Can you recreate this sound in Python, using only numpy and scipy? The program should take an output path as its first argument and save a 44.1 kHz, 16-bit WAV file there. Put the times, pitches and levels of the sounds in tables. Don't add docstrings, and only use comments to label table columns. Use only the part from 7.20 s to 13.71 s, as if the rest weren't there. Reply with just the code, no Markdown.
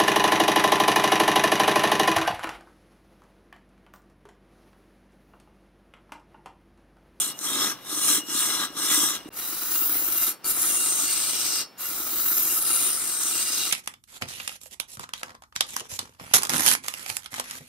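import sys
import numpy as np
from scipy import signal
from scipy.fft import rfft, irfft, next_fast_len
from scipy.io import wavfile
from scipy.ndimage import uniform_filter1d

SR = 44100
rng = np.random.default_rng(int(sys.argv[2]) if len(sys.argv) > 2 else 0)


def level_to_linear(level):
    exponent = np.asarray(level, float) / 20
    return 10 ** exponent


def digitize_waveform(pressure):
    field = np.atleast_2d(pressure).T
    bounded = np.clip(field, -1, 1)
    quanta = np.round(bounded * 32767).astype(np.int16)
    wavfile.write(sys.argv[1], SR, quanta)


N = 287091
PADDED = 2 * next_fast_len(N // 2 + 1)
FINE_HZ = np.arange(PADDED // 2 + 1) * SR / PADDED
CUT_START_S, CUT_END_S = 2.09, 2.104

# (frequency [Hz], level [dB])
SHOP_SPECTRUM = [(20, -44), (90, -24), (140, -4), (400, -5.5), (850, -7), (2500, -15), (5400, -22),
                 (7000, -34), (16000, -24)]
# (time [s], level [dB])
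LOW_RUMBLE = [(0.0, -63), (0.11, -75), (0.49, -67), (0.54, -71), (0.96, -56), (1.03, -75), (1.14, -59),
              (1.48, -67), (2.99, -62), (3.22, -81), (3.28, -62), (4.36, -64), (4.51, -88), (4.67, -62),
              (5.88, -63), (6.1, -80), (6.12, -70), (6.5, -70)]

# (frequency [Hz], ..)
FIRST_MODE_HZ = [(301.0, 1227.0, 1637.0, 2003.0, 2864.0, 3359.0, 3704.0, 3984.0, 5039.0, 5319.0, 5367.0, 5685.0, 6740.0, 6977.0, 7644.0, 8333.0, 8829.0, 9948.0, 10917.0, 11908.0, 12446.0, 13221.0, 14190.0, 14664.0, 15030.0)]
SECOND_MODE_HZ = [(323.0, 754.0, 1314.0, 2046.0, 2369.0, 2799.0, 3898.0, 4199.0, 4436.0, 4974.0, 5367.0, 5685.0, 6417.0, 6955.0, 7257.0, 8010.0, 8527.0, 8795.0, 9447.0, 9625.0, 10487.0, 11499.0, 11900.0, 12439.0, 12908.0, 13250.0, 13645.0, 14018.0, 14919.0, 15343.0, 15650.0)]
# (width [Hz], level over scatter [dB], left over right [dB], left lead [rad])
FIRST_MODE_SOUND = [(121, 14, -2, 0.5), (326, 15.5, -0.5, 0.77), (85, 17, 0.5, 1.65), (227.88, 9, -1.5, 1),
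                    (98.148, -6, -7, -3), (282, 11.5, 6.5, 2), (86.4, 8, 10.5, 0.5), (151, 12, 6.5, 2.5),
                    (122.04, -5, 20, 5), (191.16, 5.5, -9, -3.5), (15.0, 12, 4, -5),
                    (145.8, 13, 16.3, -5.5), (87.963, -1, 31.5, 15), (237.04, -7, -31, 18),
                    (96.0, -1, 3, -5), (266.76, 13, 4, 1.5), (163.0, 9.5, -2, -1), (203.7, 8, 16.5, 10.5),
                    (248.15, -21, -4, 10), (277.78, 6.5, 0, 0), (91.667, 6, -10, -2), (226.8, 11, -1, 1.5),
                    (184.26, 12, 5, -3), (203.04, 3, -1, 0), (150.0, 2, 3, -1)]
SECOND_MODE_SOUND = [(134, 7.5, -3, 0.5), (100.44, 2.5, -1, 0.5), (398, 11, -2.5, 1),
                     (204.63, 2.6, -2, 1.7), (104.63, 1.5, 1, -1.5), (59, 7.0, -5, -0.4),
                     (200, 8.5, 0.5, -0.5), (77, -0.5, -13, -11.5), (10.1, 1, 8, 1.5),
                     (320, 4.7, 3.5, -8.5), (8, -6, -27.5, 5), (260, 5.5, 0, 13), (303, 10.5, 5, 5),
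                     (42, 8, 9, -9), (140, 7, -18, -4), (88, 8, -2, -2), (98.148, 8, 18, 7),
                     (58, 12.5, 3, 0), (90, 6.5, -3, 2), (330, 9, 12.5, 2.5), (480, 11, 0.5, 2),
                     (266.3, 9.5, -2, -2.5), (90, 3, 2, 4), (168.52, 8, 8, 2.5), (110, 4, 2.3, 0.5),
                     (152.78, 17, -0.5, 1.2), (90, 9, 8, 6), (182.41, 12, 9, -6), (277.78, 3.1, 9, -2.5),
                     (100, 4, 1, -1), (200, 1, -2, -1)]
# (frequency [Hz], level [dB])
SCATTER_SPECTRA = [
    [(30, 4), (100, -11), (700, -4), (2000, -5.5), (6000, 10), (11000, 7), (13000, 4), (16000, -4)],
    [(30, 7), (100, -0.5), (700, -2), (2000, -2), (6000, 6), (11000, 3.5), (13000, 3), (16000, 4)],
]
# (frequency [Hz], width [Hz], level [dB])
GROUND_NOTCHES = [
    [(4720, 200, -10), (1850, 150, -3)],
    [(2670, 60, -4), (6860, 100, -2.5)],
]
# (frequency [Hz], level [dB])
BASS_RADIATION = [(20, -35), (50, -25), (90, -18), (160, -3), (210, -3.5), (300, -2.5)]

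# (time [s], peak [dB])
KNOT_KNOCKS = [(0.065, -32.5), (0.137, -39), (0.21, -36), (0.483, -32), (0.531, -39), (0.726, -32),
               (0.773, -30), (0.9, -26.5), (0.98, -23.5), (1.033, -35), (1.085, -32), (1.148, -29),
               (1.453, -38), (1.501, -36), (1.552, -34), (1.712, -28), (1.776, -22), (1.831, -25),
               (1.908, -33), (2.057, -29), (2.073, -56), (2.086, -29)]
# (time [s], peak [dB])
LOG_KNOCKS = [(2.189, -50), (2.214, -46), (2.283, -42), (2.324, -39), (2.422, -41.5), (2.488, -40),
              (2.55, -37), (2.616, -36), (2.692, -35.5), (2.75, -34.5), (2.815, -35.5), (2.88, -34.5),
              (2.949, -37), (3.017, -38.5), (3.073, -40), (3.261, -41), (3.368, -37), (3.442, -38),
              (3.498, -40), (3.541, -47), (3.661, -41), (3.724, -48), (3.783, -41), (3.832, -38),
              (3.888, -47), (3.962, -39.5), (4.009, -45), (4.085, -46), (4.194, -50), (4.246, -49),
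              (4.347, -46), (4.399, -48), (4.607, -46), (4.708, -39), (4.797, -35.5), (4.861, -40),
              (4.926, -36.5), (4.992, -41), (5.057, -42), (5.113, -34), (5.169, -39), (5.25, -44),
              (5.321, -40), (5.38, -37), (5.498, -42), (5.537, -50), (5.627, -48), (5.696, -42),
              (5.827, -48), (5.891, -42), (6.008, -45), (6.049, -38.5), (6.151, -38), (6.198, -53),
              (6.298, -44), (6.337, -41), (6.399, -41), (6.466, -42)]
# (start [s], end [s], level [dB])
SHANK_NOTES = [(0, 0.033, -42), (0.082, 0.138, -50), (0.418, 0.495, -46.5), (0.702, .76, -48),
               (0.832, 0.977, -36.5), (1.13, 1.25, -43), (1.28, 1.45, -47), (1.607, 1.947, -39.5),
               (2.54, 2.566, -44), (2.984, 3.036, -42.5), (3.266, 3.3, -46), (3.512, 3.61, -39),
               (3.655, 3.688, -46), (3.73, 3.8, -44), (3.9, 3.955, -37), (4.05, 4.4, -46),
               (4.63, 4.664, -44), (5.302, 5.55, -46), (6.085, 6.187, -40), (6.275, 6.505, -42.5)]
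# (time [s], frequency [Hz], peak [dB], 60 dB decay [s])
TOOL_RINGS = [(3.07, 1300, -35, .07), (3.44, 1310, -30, .05), (3.638, 1310, -31, .06),
              (5.775, 1320, -34, .07), (6.11, 1330, -32, .07), (3.258, 1330, -33, .06),
              (3.1, 5400, -48, .3), (3.12, 4450, -48, .25), (3.245, 4500, -33, .17),
              (3.245, 7050, -36, .15), (4.42, 5367, -43, .4), (4.425, 4436, -44, .3),
              (4.58, 7050, -42, .12), (5.372, 1290, -28, .08), (5.437, 1310, -31, .07),
              (5.503, 1330, -28, .08), (5.57, 1350, -30, .09)]

# (time [s], level [dB])
FIBRE_SNAPS = [(0.0154, -37), (0.1899, -3), (0.8834, -37), (1.6277, -23), (2.592, -26), (3.244, -2),
               (3.2573, -39), (3.8222, -27), (4.133, -30), (4.581, -25), (4.97, -30), (5.0315, -25)]
# (frequency [Hz], ..)
BAND_LIMITS_HZ = [100, 2300, 6500, 11200, 16000]
# (valid from [s], reference pass [s])
HARD_GRAIN = [
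    (0, .065),
    (1.52, 1.712),
]
# (frequency [Hz], depth [dB])
TURN_SWELL = [(300, 6), (1300, 11.5), (4000, 4.5), (12000, 1.5)]
# (time [s], change [dB])
EDGE_SKIPS = [(0.805, -5.5), (0.87, -2.5), (2.26, 0), (2.5, -1), (2.83, 1), (2.9, -2), (3.3, 0.5),
              (3.42, 3.5), (3.86, 0), (4.06, -1), (4.12, -2.5), (4.18, -1.5), (4.245, -2.5), (4.31, -2.5),
              (4.375, 0), (4.75, 0), (5.06, -2), (5.18, 3), (5.405, -3.5), (5.44, -4.5), (5.55, 1),
              (5.97, 1), (6.05, -3), (6.11, 0), (6.245, -4), (6.31, -3), (6.365, 0)]
# (time [s], pressure [dB], lean on the rest [dB])
SWEEP_STROKES = [
    [(0.0, -26.5, -16), (0.02, -28, -12), (0.05, -30.5, -12.5), (0.088, -34, -12.5), (0.11, -37, -7)],
    [(0.21, -39, -10), (0.252, -30.5, -10), (0.32, -30.5, -6), (0.452, -26.5, -4.5), (0.52, -34.5, -2.5)],
    [(0.67, -39, -5), (0.712, -34, -8.5), (0.892, -22, -12), (0.964, -22.5, -11), (1.0, -34.5, -8)],
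    [(1.09, -37.5, -6), (1.118, -31.5, -9), (1.192, -25, -11.5), (1.428, -30, -2.5), (1.455, -31.5, -3.5)],
    [(1.57, -36.5, -2), (1.586, -32.5, -7.5), (1.724, -22.5, -10), (1.84, -25, -10), (1.965, -34, -5)],
]
# (time [s], pressure [dB], lean on the rest [dB])
CUT_OFF_SWEEP = [
    (2.066, -62, 4),
    (2.09, -52, -19),
]
# (level over pressure [dB], share of the lean [dB/dB])
SWEEP_BALANCE = [(-5, 0.42), (-2, -0.43), (-8, -0.21)]
# (time [s], pressure [dB])
PLUNGE_STROKES = [
    [(2.127, -47.5), (2.15, -41.5), (2.179, -33), (2.501, -30), (2.531, -26), (2.823, -28), (2.831, -28),
     (3.075, -24.5), (3.11, -28)],
    [(3.25, -34), (3.258, -26.5), (3.308, -22), (3.35, -29.5), (3.418, -24.5), (4.192, -26.5), (4.27, -23),
     (4.415, -29)],
    [(4.582, -44), (4.61, -31.5), (4.83, -31.5), (5.07, -25.5), (5.6, -24), (5.99, -31), (6.025, -25.5),
     (6.44, -26.5), (6.51, -31)],
]
# (time [s], frequency [Hz], level [dB])
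CHIP_RIDGES = [
    [(2.1, 16800, 8), (2.5, 15500, 15), (2.8, 14600, 14), (2.92, 14400, 11), (3.15, 12800, 10),
     (3.25, 11000, 0), (3.45, 9900, 7), (3.62, 8600, 11.5), (4.45, 8300, 12), (4.56, 16400, 7),
     (5.0, 15340, 10), (5.15, 14700, 9), (5.2, 14100, 4), (5.38, 12900, 1), (5.43, 9950, 8),
     (5.72, 9200, 14), (5.88, 8580, 12.5), (6.5, 8346, 9)],
    [(2.1, 10100, 3), (3.1, 10700, 7.5), (3.25, 6800, -2), (3.7, 6960, 4), (4.15, 5900, 1),
     (4.21, 5300, 1.5), (4.45, 4970, 4), (4.56, 10200, 0), (5.15, 10500, 1.5), (5.38, 10700, 2),
     (5.45, 6700, -1.5), (6.05, 3900, -1), (6.5, 3650, 3)],
]
# (chip pitch [Hz], tear [dB], hiss [dB], edge over pressure [dB])
CHIP_BALANCE = [(8300, -2, -4.5, -9.5), (8600, -9.5, 0, -8.5), (9560, -10, -1, -7.5), (10500, -13, -4, -4),
                (13300, -11, -4.5, -2), (15020, -12.5, -8.5, 1.3), (15920, -9, -6.5, -1.5)]
# (log [dB/s], tear [dB/s], hiss [dB/s], edge [dB/s])
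ATTACK = [(450, 400, 370, 210), (700, 800, 2200, 2600)]
# (log [dB/s], tear [dB/s], hiss [dB/s], edge [dB/s])
RELEASE = [(448, 490, 820, 540), (500, 450, 640, 650)]
# (log [dB], tear [dB], hiss [dB], edge [dB])
TAIL_DB, TAIL_DB_PER_S = [(-11, -12, -16, -19), (-2, -20, -18, -27)], (102, 220.0)


def in_time(rows, s):
    rows = np.transpose(rows)
    return [np.interp(s, rows[0], column) for column in rows[1:]]


def at_hz(points, hz):
    point_hz, level_db = np.transpose(points)
    return np.interp(np.log(hz + 1), np.log(point_hz), level_db)


def bell(x, centre, width):
    return np.exp(-.5 * ((x - centre) / width) ** 2)


def slow_noise(pole_hz, rows):
    r = np.exp(-2 * np.pi * pole_hz / SR)
    return signal.lfilter([1], [1, -2 * r, r * r], rng.standard_normal((rows, N + SR)))[:, SR:]


def drift(rate_hz):
    slow = slow_noise(rate_hz, 1)[0]
    return slow / slow.std()


def stereo(mid, side, alike):
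    both = np.sqrt(1 + alike) * mid + np.sqrt(1 - alike) * side * [[1], [-1]]
    return both / both.std()


def strikes(events, offset_db):
    out = np.zeros(N)
    times, peaks_db = np.transpose(events)
    out[np.round(times * SR).astype(int)] = level_to_linear(peaks_db + offset_db)
    return out + 1e-18


def held(level_db, s, touch, lift, rise, fall):
    return level_db - rise * np.maximum(touch - s, 0) - fall * np.maximum(s - lift, 0)


def workshop():
    noise = rfft(rng.standard_normal((2, PADDED)))
    mid, side = irfft(noise * level_to_linear(at_hz(SHOP_SPECTRUM, FINE_HZ)))[:, :N]
    return level_to_linear(-53) * stereo(mid, side, alike=0.71)


def rumble():
    band = signal.butter(2, [30, 120], "band", fs=SR, output="sos")
    mid, side = signal.sosfilt(band, rng.standard_normal((2, N)))
    level_db = in_time(LOW_RUMBLE, np.arange(N) / SR)[0]
    return level_to_linear(level_db - 1.5) * stereo(mid, side, alike=.75)


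def body(modes, direct_db, narrow=0.58):
    hz = FINE_HZ
    power = np.full((2, len(hz)), level_to_linear(2 * direct_db))
    lead_sum = np.zeros(len(hz))
    for mode_hz, width, db, pan_db, lead in modes:
        width, pan_db = max(width, 60), np.clip(pan_db, -9, 9)
        ring = level_to_linear(2 * (db + 2.5)) / (1 + (2 * (hz - mode_hz) / (narrow * width)) ** 2)
        power += ring * level_to_linear(np.array([[pan_db], [-pan_db]]))
        lead_sum += ring * lead
    mean_power = power.mean(axis=0)
    cepstrum = irfft(np.log(mean_power))
    cepstrum[len(hz):] = 0
    phase = rfft(cepstrum).imag + .5 * lead_sum / mean_power * [[1], [-1]]
    return np.sqrt(power) * np.exp(1j * phase)


def knocks(events, modes, offset_db, soft_hz, narrow):
    band = signal.butter(3, [150, soft_hz], "band", fs=SR, output="sos")
    blows = signal.sosfilt(band, strikes(events, offset_db))
    low_modes = [mode for mode in modes if mode[0] < 1500]
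    return irfft(rfft(blows, PADDED) * body(low_modes, direct_db=-30, narrow=narrow))[:, :N]


def rings():
    s, out = np.arange(N) / SR, np.zeros(N)
    for at, hz, db, t60 in TOOL_RINGS:
        age = np.maximum(s - at, 0)
        swell = 1 - np.exp(-age / 0.00031)
        out += level_to_linear(db - 60 * age / t60) * swell * np.sin(2 * np.pi * hz * age)
    return out


def turn(s):
    turn_s, lag_s = .065, 0.00078
    starts, marks = np.transpose(HARD_GRAIN)
    mark = marks[np.searchsorted(starts, s, side="right") - 1]
    even = np.cos(np.pi * (s - mark - lag_s) / turn_s) ** 4
    knock_lag_s, knock_width_s, mean_knock_db = 0.0068, 0.0079, -34
    knocked = sum(level_to_linear(.5 * (db - mean_knock_db)) * bell(s, at + knock_lag_s, knock_width_s)
                  for at, db in LOG_KNOCKS)
    swell = np.where(s < CUT_END_S, even, knocked)
    return swell - swell.mean()


def singing(s):
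    rise, falls = 306, (87, 250.0)
    return sum(level_to_linear(held(db, s, start, end, rise, falls[start > CUT_START_S]))
               for start, end, db in SHANK_NOTES)


def shank():
    s = np.arange(N) / SR
    first = s < CUT_END_S
    real, imaginary = slow = slow_noise(34.0 / 2, 2)
    waver = np.where(first, 1.3, .25) + (real + 1j * imaginary) / slow.std()
    tone = (waver * np.exp(2j * np.pi * np.where(first, 2864, 2790) * s)).real
    coarse = s[::32]
    swell_db = -1.5 + 4.1 * (coarse > CUT_END_S) * turn(coarse)
    gain = np.interp(s, coarse, level_to_linear(swell_db) * singing(coarse))
    return gain * tone / np.where(first, 1.9, 1.1) * level_to_linear(np.array([[.6], [-.6]]))


def snaps():
    median_db = np.median(np.array(FIBRE_SNAPS)[:, 1])
    decay = np.exp(-1 / (0.00084 * SR))
    return signal.lfilter([1], [1, -decay], 0.75 * strikes(FIBRE_SNAPS, -median_db))


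def fibres():
    grains_per_s, spread_db = 12000, 2.0
    sizes = level_to_linear(spread_db * np.minimum(rng.exponential(1, (3, N)), 5)) * rng.standard_normal((3, N))
    grains = sizes * (rng.random((3, N)) < grains_per_s / SR)
    clumps = level_to_linear(0.39 * drift(220) + 0.7 * drift(41) + 0.099 * drift(15.3))
    grains = grains * clumps * (1 + snaps())
    return grains / grains.std()


def patches(shape, depth_db, bins=7, frames=25):
    field = uniform_filter1d(rng.standard_normal(shape), size=bins, axis=0)
    field = uniform_filter1d(field, size=frames, axis=1)
    return level_to_linear(depth_db * field / field.std())


def streaks(x):
    hz, s, frames = signal.stft(x, SR, nperseg=1024)
    field = patches(frames.shape[1:], 2.2, bins=3, frames=9)
    field = np.where(hz[:, None] > 1800, field / np.sqrt(np.mean(field ** 2)), 1)
    return signal.istft(frames * field, SR, nperseg=1024)[1][:, :N]


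def slack(s):
    return sum(db * bell(s, at, 0.0072) for at, db in EDGE_SKIPS)


def sweep_bands(rows, s):
    pressure, lean = in_time(rows, s)
    mean_lean_db = -8
    upper = [db + share * (lean - mean_lean_db) for db, share in SWEEP_BALANCE]
    return pressure + slack(s) + np.array([lean] + upper)


def plunge_bands(rows, s):
    pressure = in_time(rows, s)[0] + slack(s)
    chip_hz = in_time(CHIP_RIDGES[0], s)[0]
    upper = pressure + np.array(in_time(CHIP_BALANCE, chip_hz))
    log_db = -41.5 + 0.48 * (pressure + 28)
    return np.vstack([log_db, upper])


def contact(strokes, bands, setup, s):
    attack, release, tail = (np.array(table[setup])[:, None] for table in (ATTACK, RELEASE, TAIL_DB))
    power = level_to_linear(-180)
    for rows in strokes:
        touch, lift = rows[0][0], rows[-1][0]
        db = bands(rows, np.clip(s, touch, lift))
        power = power + level_to_linear(2 * held(db, s, touch, lift, attack, release))
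        power = power + level_to_linear(2 * held(db + tail, s, lift, lift, release, TAIL_DB_PER_S[setup]))
    return 10 * np.log10(power)


def cutting(grains, strokes, bands, setup, modes, chips, direct_db, swell, patchy_db):
    hz, s, frames = signal.stft(grains, SR, nperseg=256)
    band_db = contact(strokes, bands, setup, s)
    dips = level_to_linear(sum(db * bell(FINE_HZ, at, width) for at, width, db in GROUND_NOTCHES[setup]))
    direct = dips * body(modes, direct_db)
    scatter = dips * level_to_linear(at_hz(SCATTER_SPECTRA[setup], FINE_HZ))
    heard = np.abs(direct.mean(axis=0)) ** 2 + scatter ** 2 / 2
    heard = np.interp(hz, FINE_HZ, uniform_filter1d(heard, size=N // 256))

    shape = level_to_linear(at_hz(BASS_RADIATION, hz))[:, None] * patches(frames.shape[1:], patchy_db)
    for ridge in chips:
        chip_hz, chip_db = in_time(ridge, s)
        shape = shape * level_to_linear(chip_db * bell(hz[:, None], chip_hz, 670.0))

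    band = np.digitize(hz, BAND_LIMITS_HZ[1:-1])
    power = shape ** 2 * heard[:, None]
    need_db = []
    for k, db in enumerate(band_db):
        inside = (band == k) & (hz < BAND_LIMITS_HZ[-1])
        need_db.append(db - 10 * np.log10(power[inside].sum(axis=0) / len(hz)))
    blend = uniform_filter1d(np.eye(len(band_db))[band], size=9, axis=0, mode="nearest")
    level = level_to_linear(blend @ np.array(need_db) + swell * np.outer(at_hz(TURN_SWELL, hz), turn(s)))
    coloured = signal.istft(frames * shape * level, SR, nperseg=256)[1][:, :N]
    spectra = rfft(coloured, PADDED)
    return streaks(irfft(spectra[0] * direct + spectra[1:] * scatter)[:, :N])


def scene():
    s, grains = np.arange(N) / SR, fibres()
    first_modes = np.column_stack([FIRST_MODE_HZ[0], FIRST_MODE_SOUND])
    second_modes = np.column_stack([SECOND_MODE_HZ[0], SECOND_MODE_SOUND])
    shop, ring = workshop(), shank() + rings()

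    sweeps = cutting(grains, SWEEP_STROKES + [CUT_OFF_SWEEP], sweep_bands, 0, first_modes, [],
                     direct_db=-26.0, swell=0.069, patchy_db=1.9)
    knots = knocks(KNOT_KNOCKS, first_modes, offset_db=30.0, soft_hz=472, narrow=0.24)
    first = level_to_linear(0.55) * sweeps + knots + ring + level_to_linear(4.5) * shop

    plunges = cutting(grains, PLUNGE_STROKES, plunge_bands, 1, second_modes, CHIP_RIDGES,
                      direct_db=-3.5, swell=0.41, patchy_db=1.3)
    late_knocks = np.add(LOG_KNOCKS, [.003, 0])
    wobble = knocks(late_knocks, second_modes, offset_db=38.0, soft_hz=398, narrow=0.33)
    second = level_to_linear(0.02) * plunges + wobble + ring + shop

    setups = first * (s < CUT_START_S) + second * (s > CUT_END_S)
    return setups + level_to_linear(-49) * shop + rumble()


def top_cut(x):
    return signal.sosfilt(signal.butter(12, 15900, fs=SR, output="sos"), x)


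def record(dry):
    top = signal.ellip(16, .5, 75, 15740, fs=SR, output="sos")
    rounded = 0.59 * np.tanh(dry / 0.62)
    return top_cut(signal.sosfilt(top, rounded))


dry = scene()
out = record(dry)
digitize_waveform(out)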